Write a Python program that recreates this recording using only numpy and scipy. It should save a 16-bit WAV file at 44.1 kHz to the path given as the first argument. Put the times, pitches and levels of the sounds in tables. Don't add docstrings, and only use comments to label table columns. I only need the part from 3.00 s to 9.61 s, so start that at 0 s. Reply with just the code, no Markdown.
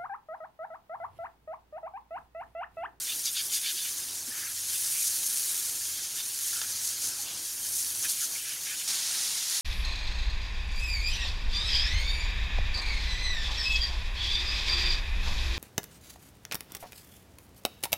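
import sys
import numpy as np
from scipy import signal
from scipy.fft import rfft, irfft, next_fast_len
from scipy.io import wavfile
from scipy.ndimage import uniform_filter1d

SR = 44100
rng = np.random.default_rng(int(sys.argv[2]) if len(sys.argv) > 2 else 0)


def unload_wav(signal):
    wavfile.write(
        sys.argv[1],
        SR,
        np.round(np.clip(np.atleast_2d(signal).T, -1, 1) * 32767).astype(np.int16),
    )


N = 291501
T = np.arange(N) / SR

# (frequency [Hz], relative density [dB])
JET_SPECTRUM = [(600, -32), (1100, -21.5), (1500, -13), (2000, -13), (3200, -9.5), (4500, -3.5), (5000, -3),
                (6300, 1.5), (7100, 0), (7900, -3.5), (8900, 0.9), (11400, -0.5), (14300, -8.5),
                (16000, -9.5)]
# (frequency [Hz], width [Hz], relative gain [dB])
HEAD_MODES = [(900, 67, -11), (1410, 120, -6), (1670, 150, -3.5), (2500, 430, -15), (3025, 150, -1),
              (3555, 180, 3), (4420, 130, -4), (4780, 260, 1.5), (5800, 170, 2), (6460, 380, 3)]


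def undb(db):
    return 10 ** (np.asarray(db) / 20)


def unit(x):
    return x / np.sqrt(np.mean(x ** 2) + 1e-18)


def curves(table):
    times, *columns = np.transpose(table)
    return [np.interp(T, times, column) for column in columns]


def walk(rate):
    hold = max(int(SR / rate), 1)
    steps = np.repeat(rng.standard_normal(N // hold + 1), hold)
    return unit(uniform_filter1d(steps, hold)[:N])


def tone(hz):
    pitch = hz * (1 + 0.01257 * walk(rate=12))
    return unit(np.sin(2 * np.pi * np.cumsum(pitch) / SR))


def shape(x, gain):
    size = next_fast_len(len(x) + 2048)
    hz = np.fft.rfftfreq(size, 1 / SR) + 1
    return irfft(rfft(x, size) * gain(hz), size)[:len(x)]


def colour(x, spectrum):
    hz, db = np.transpose(spectrum)
    return unit(shape(x, lambda f: undb(np.interp(np.log(f), np.log(hz), db))))


def resonance(f, hz, width_hz):
    return 1 / (1 + 1j * (f / hz - hz / f) * hz / width_hz)


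def ringing(x, modes, direct):
    def body(f):
        return direct + sum(undb(db) * resonance(f, hz, width) for hz, width, db in modes)
    return unit(shape(x, body))


def flicker(x, depth_db, rate):
    size = 512
    _, _, bands = signal.stft(x, nperseg=size)
    frames = max(int(2 * SR / size / rate), 1)
    drift = uniform_filter1d(rng.standard_normal(bands.shape), frames, axis=1)
    drift = unit(uniform_filter1d(drift, size=2, axis=0))
    _, flickering = signal.istft(bands * undb(depth_db * drift), nperseg=size)
    return unit(flickering[:len(x)])


def impacts(rate, spread_db):
    hit = rng.random(N) < rate / SR
    size = undb(spread_db * np.clip(rng.standard_normal(N), -2.5, 2.5))
    return unit(hit * size * rng.choice([-1, 1], N))


def drops(rate, spread_db, burst_s):
    puff = np.exp(-T[:1024] / burst_s)
    power = signal.fftconvolve(impacts(rate, spread_db) ** 2, puff)[:N]
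    return unit(np.sqrt(np.abs(power)) * rng.standard_normal(N))


def swells(rows, source):
    out = np.zeros(N)
    for middle, length, db, hz, width_hz in rows:
        span = np.flatnonzero(np.abs(T - middle) < 1.5 * length)
        swell = np.exp(-np.abs(2 * (T[span] - middle) / length) ** 3)
        band = shape(source[span], lambda f: resonance(f, hz, 2 * width_hz) ** 2)
        out[span] += undb(db) * swell * unit(band)
    return out


def jet():
    # (time [s], hiss level [dB], splash relative to hiss [dB])
    jet_levels = [(0, -35.5, -2.5), (.17, -35, -4.5), (.47, -36.5, -4.3), (.78, -35.5, -4.5),
                  (1, -38, -1.5), (1.35, -38.5, -1.5), (1.67, -36, -2), (1.75, -32.2, -5),
                  (2.45, -31.5, -4.5), (3.1, -39.5, 0.5), (3.42, -34.5, -2.5), (3.75, -37, 0.1),
                  (4.4, -41, 1.3), (4.72, -34.5, -5), (5.23, -35.5, -1.5), (5.5, -39, -1.5),
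                  (5.85, -39, .5)]
    # (frequency [Hz], width [Hz], relative gain [dB])
    bowl_modes = [(1680, 29, -1.5), (3130, 110, -4), (4400, 97, -20), (9800, 150, -26)]
    hiss_db, splash_db = curves(jet_levels)
    force = np.clip(0.37 + 0.041 * (hiss_db + 30), .1, .9)
    mist = flicker(rng.standard_normal(N), depth_db=3.0, rate=35)
    crackle = drops(rate=1200, spread_db=4, burst_s=0.00061)
    crackle = unit(shape(crackle, lambda f: 1 / np.hypot(1, (f / 12500) ** 3)))
    water = colour(np.sqrt(1 - force) * mist + np.sqrt(force) * crackle, JET_SPECTRUM)
    water = ringing(water, bowl_modes, direct=1)
    water *= undb(0.72 * walk(rate=40))
    splash = shape(water, lambda f: 1 / (1 + (f / 7700) ** 10))
    hiss = water - splash
    splash_gain = undb(hiss_db + splash_db + .5 * walk(rate=25))
    return unit(hiss) * undb(hiss_db) + unit(splash) * splash_gain


def bubbles(count, low_hz, high_hz, decay_cycles, spread_db, glide):
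    out = np.zeros(N)
    for when, smallness, strength in rng.random((count, 3)):
        hz = low_hz * (high_hz / low_hz) ** smallness
        start = int(when * N)
        samples = min(int(5 * decay_cycles / hz * SR), N - start)
        age = T[:samples] * hz / decay_cycles
        ring = np.exp(-age) * np.sin(2 * np.pi * decay_cycles * age * (1 + glide * age))
        out[start:start + samples] += undb(-spread_db * np.log(strength + 0.046)) * ring
    return unit(out)


def garden():
    # (frequency [Hz], relative density [dB])
    air_spectrum = [(22, -10), (33, -14), (45, -6.5), (75, -1), (135, 0.5), (180, -3.5), (260, -0.5),
                    (340, 0), (430, -4.5), (650, -5), (850, -2.5), (1400, -5.5), (3000, -16.5)]
    # (frequency [Hz], level [dB])
    motor_tones = [(120, -75.5), (353, -76), (511, -75.5)]
    # (time [s], level [dB])
    drone_levels = [(0, -74), (.65, -77), (1.58, -67), (2.2, -77), (2.7, -63), (3.2, -75), (3.75, -65),
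                    (4.5, -69), (5.4, -76), (6.6, -85)]
    air = colour(rng.standard_normal(N), air_spectrum) * undb(-56 + 2.1 * walk(rate=9.7))
    hum = sum(undb(db + 1.3 * walk(rate=4.32)) * tone(hz) for hz, db in motor_tones)
    drone_db, = curves(drone_levels)
    drone = undb(drone_db + 3.2 * walk(rate=6)) * tone(hz=95.5)
    return air + hum + drone


def brush():
    # (middle [s], length [s], level [dB], centre of the rasp [Hz])
    strokes = [(.108, 0.084, -37, 3300), (0.274, 0.062, -33, 4800), (0.384, .064, -30, 3600),
               (0.553, .09, -33.5, 4140), (0.677, 0.088, -32, 3500), (.79, .075, -37, 3820),
               (0.869, 0.072, -40.5, 3220), (1.405, 0.21, -46, 1770), (1.752, 0.063, -42.5, 3300),
               (3.057, 0.048, -49, 3200), (3.202, .07, -42, 3500), (4.295, 0.073, -43, 3050),
               (5.053, .035, -39, 1980), (5.1, .041, -38.5, 4040), (5.21, 0.12, -46, 2900),
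               (5.506, 0.18, -43.5, 2460), (5.712, 0.11, -41, 2240), (5.81, 0.043, -41.5, 2820)]
    # (middle [s], length [s], level [dB], pitch [Hz])
    gurgles = [(1.98, 0.12, -45.5, 2410), (3.558, .09, -50, 1390), (3.639, .027, -45.5, 1440),
               (4.11, 0.17, -55, 1460), (5.232, .04, -44.5, 1430), (5.36, 0.022, -43, 2240),
               (5.399, 0.046, -48, 2620)]
    flicks = impacts(rate=3000, spread_db=1.5) + .5 * rng.standard_normal(N)
    flicks = shape(flicks, lambda f: 1 / np.hypot(1, (1250 / f) ** 6))
    bristles = ringing(flicker(flicks, depth_db=3.5, rate=30), HEAD_MODES, direct=1.0)
    rasp_bands = [(s, length, db, hz, 0.39 * hz * 2 ** (0.04 * (db + 41)))
                  for s, length, db, hz in strokes]
    gurgle_bands = [(s, length, db, hz, 0.12 * hz) for s, length, db, hz in gurgles]
    return swells(rasp_bands + gurgle_bands, bristles)


def spatters():
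    # (middle [s], length [s], level [dB], centre [Hz])
    bursts = [(.26, .02, -29, 6500), (0.552, 0.064, -29.5, 8400), (2.052, 0.14, -30, 7800),
              (2.27, .02, -29, 9500), (3.476, .04, -30.5, 8000), (3.873, 0.12, -32.5, 7000),
              (4.056, 0.1, -32, 6740), (4.21, 0.071, -36.5, 7400), (4.785, 0.14, -32, 7900),
              (5.042, 0.039, -32, 7000), (5.106, 0.043, -29.5, 8500), (5.235, 0.066, -30.5, 7600)]
    hits = drops(rate=2200, spread_db=5.0, burst_s=0.00037) + 0.75 * rng.standard_normal(N)
    bands = [(s, length, db, hz, 0.84 * hz) for s, length, db, hz in bursts]
    return swells(bands, colour(hits, JET_SPECTRUM))


def bumps():
    # (middle [s], length [s], level [dB], centre [Hz])
    thuds = [(0.75, .039, -56, 267), (1.285, .03, -51, 248), (4.206, 0.028, -53.5, 830)]
    width_hz = 51
    return swells([(*thud, width_hz) for thud in thuds], rng.standard_normal(N))


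def knocks():
    # (time [s], peak level [dB])
    blows = [(3.201, -27.5), (3.53, -30), (3.614, -20.5), (5.812, -34)]
    age = T[:SR // 8]
    out = np.zeros(N)
    for s, db in blows:
        contact = rng.standard_normal(len(age)) * age * np.exp(-age / 0.0024)
        contact = shape(contact, lambda f: 1 / (1 + 1j * (f / 4000 - 700 / f)))
        ring = ringing(contact, HEAD_MODES, direct=0.13)
        start = int(s * SR)
        out[start:start + len(age)] += undb(db) * ring / np.abs(ring).max()
    return out


def fanning_spray():
    # (time [s], level [dB])
    spray_levels = [(5.89, -28.5), (6, -31), (6.22, -30), (6.44, -32), (6.57, -28.5), (6.6, -32)]
    # (frequency [Hz], relative density [dB])
    spray_spectrum = [(400, -36), (750, -18.5), (1000, -17.5), (1450, -13), (2000, -9.5), (2500, -10),
                      (4100, -2), (6300, 0), (7100, -1), (7900, -5.5), (9500, -1.5), (11300, -7),
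                      (14500, -15.5), (16000, -19)]
    level_db, = curves(spray_levels)
    mist = flicker(rng.standard_normal(N), depth_db=2.0, rate=38)
    patter = drops(rate=1800, spread_db=2.5, burst_s=0.00059)
    return colour(mist + 0.58 * patter, spray_spectrum) * undb(level_db)


def scene():
    spray_start_s, crossfade_s = 5.875, 0.0022
    fanning = np.clip((T - spray_start_s) / crossfade_s, 0, 1)
    fizz = bubbles(count=2000, low_hz=3098, high_hz=10980, decay_cycles=27, spread_db=3.5, glide=.004)
    scrubbing = jet() + undb(-52.5) * fizz + brush() + spatters() + knocks() + bumps()
    mono = (1 - fanning) * scrubbing + fanning * fanning_spray() + garden()
    return np.array([mono, mono])


def record(dry):
    top_hz = 15750
    return signal.sosfilt(signal.ellip(12, .1, 80, top_hz, fs=SR, output="sos"), dry)


dry = scene()
out = record(dry)
unload_wav(out)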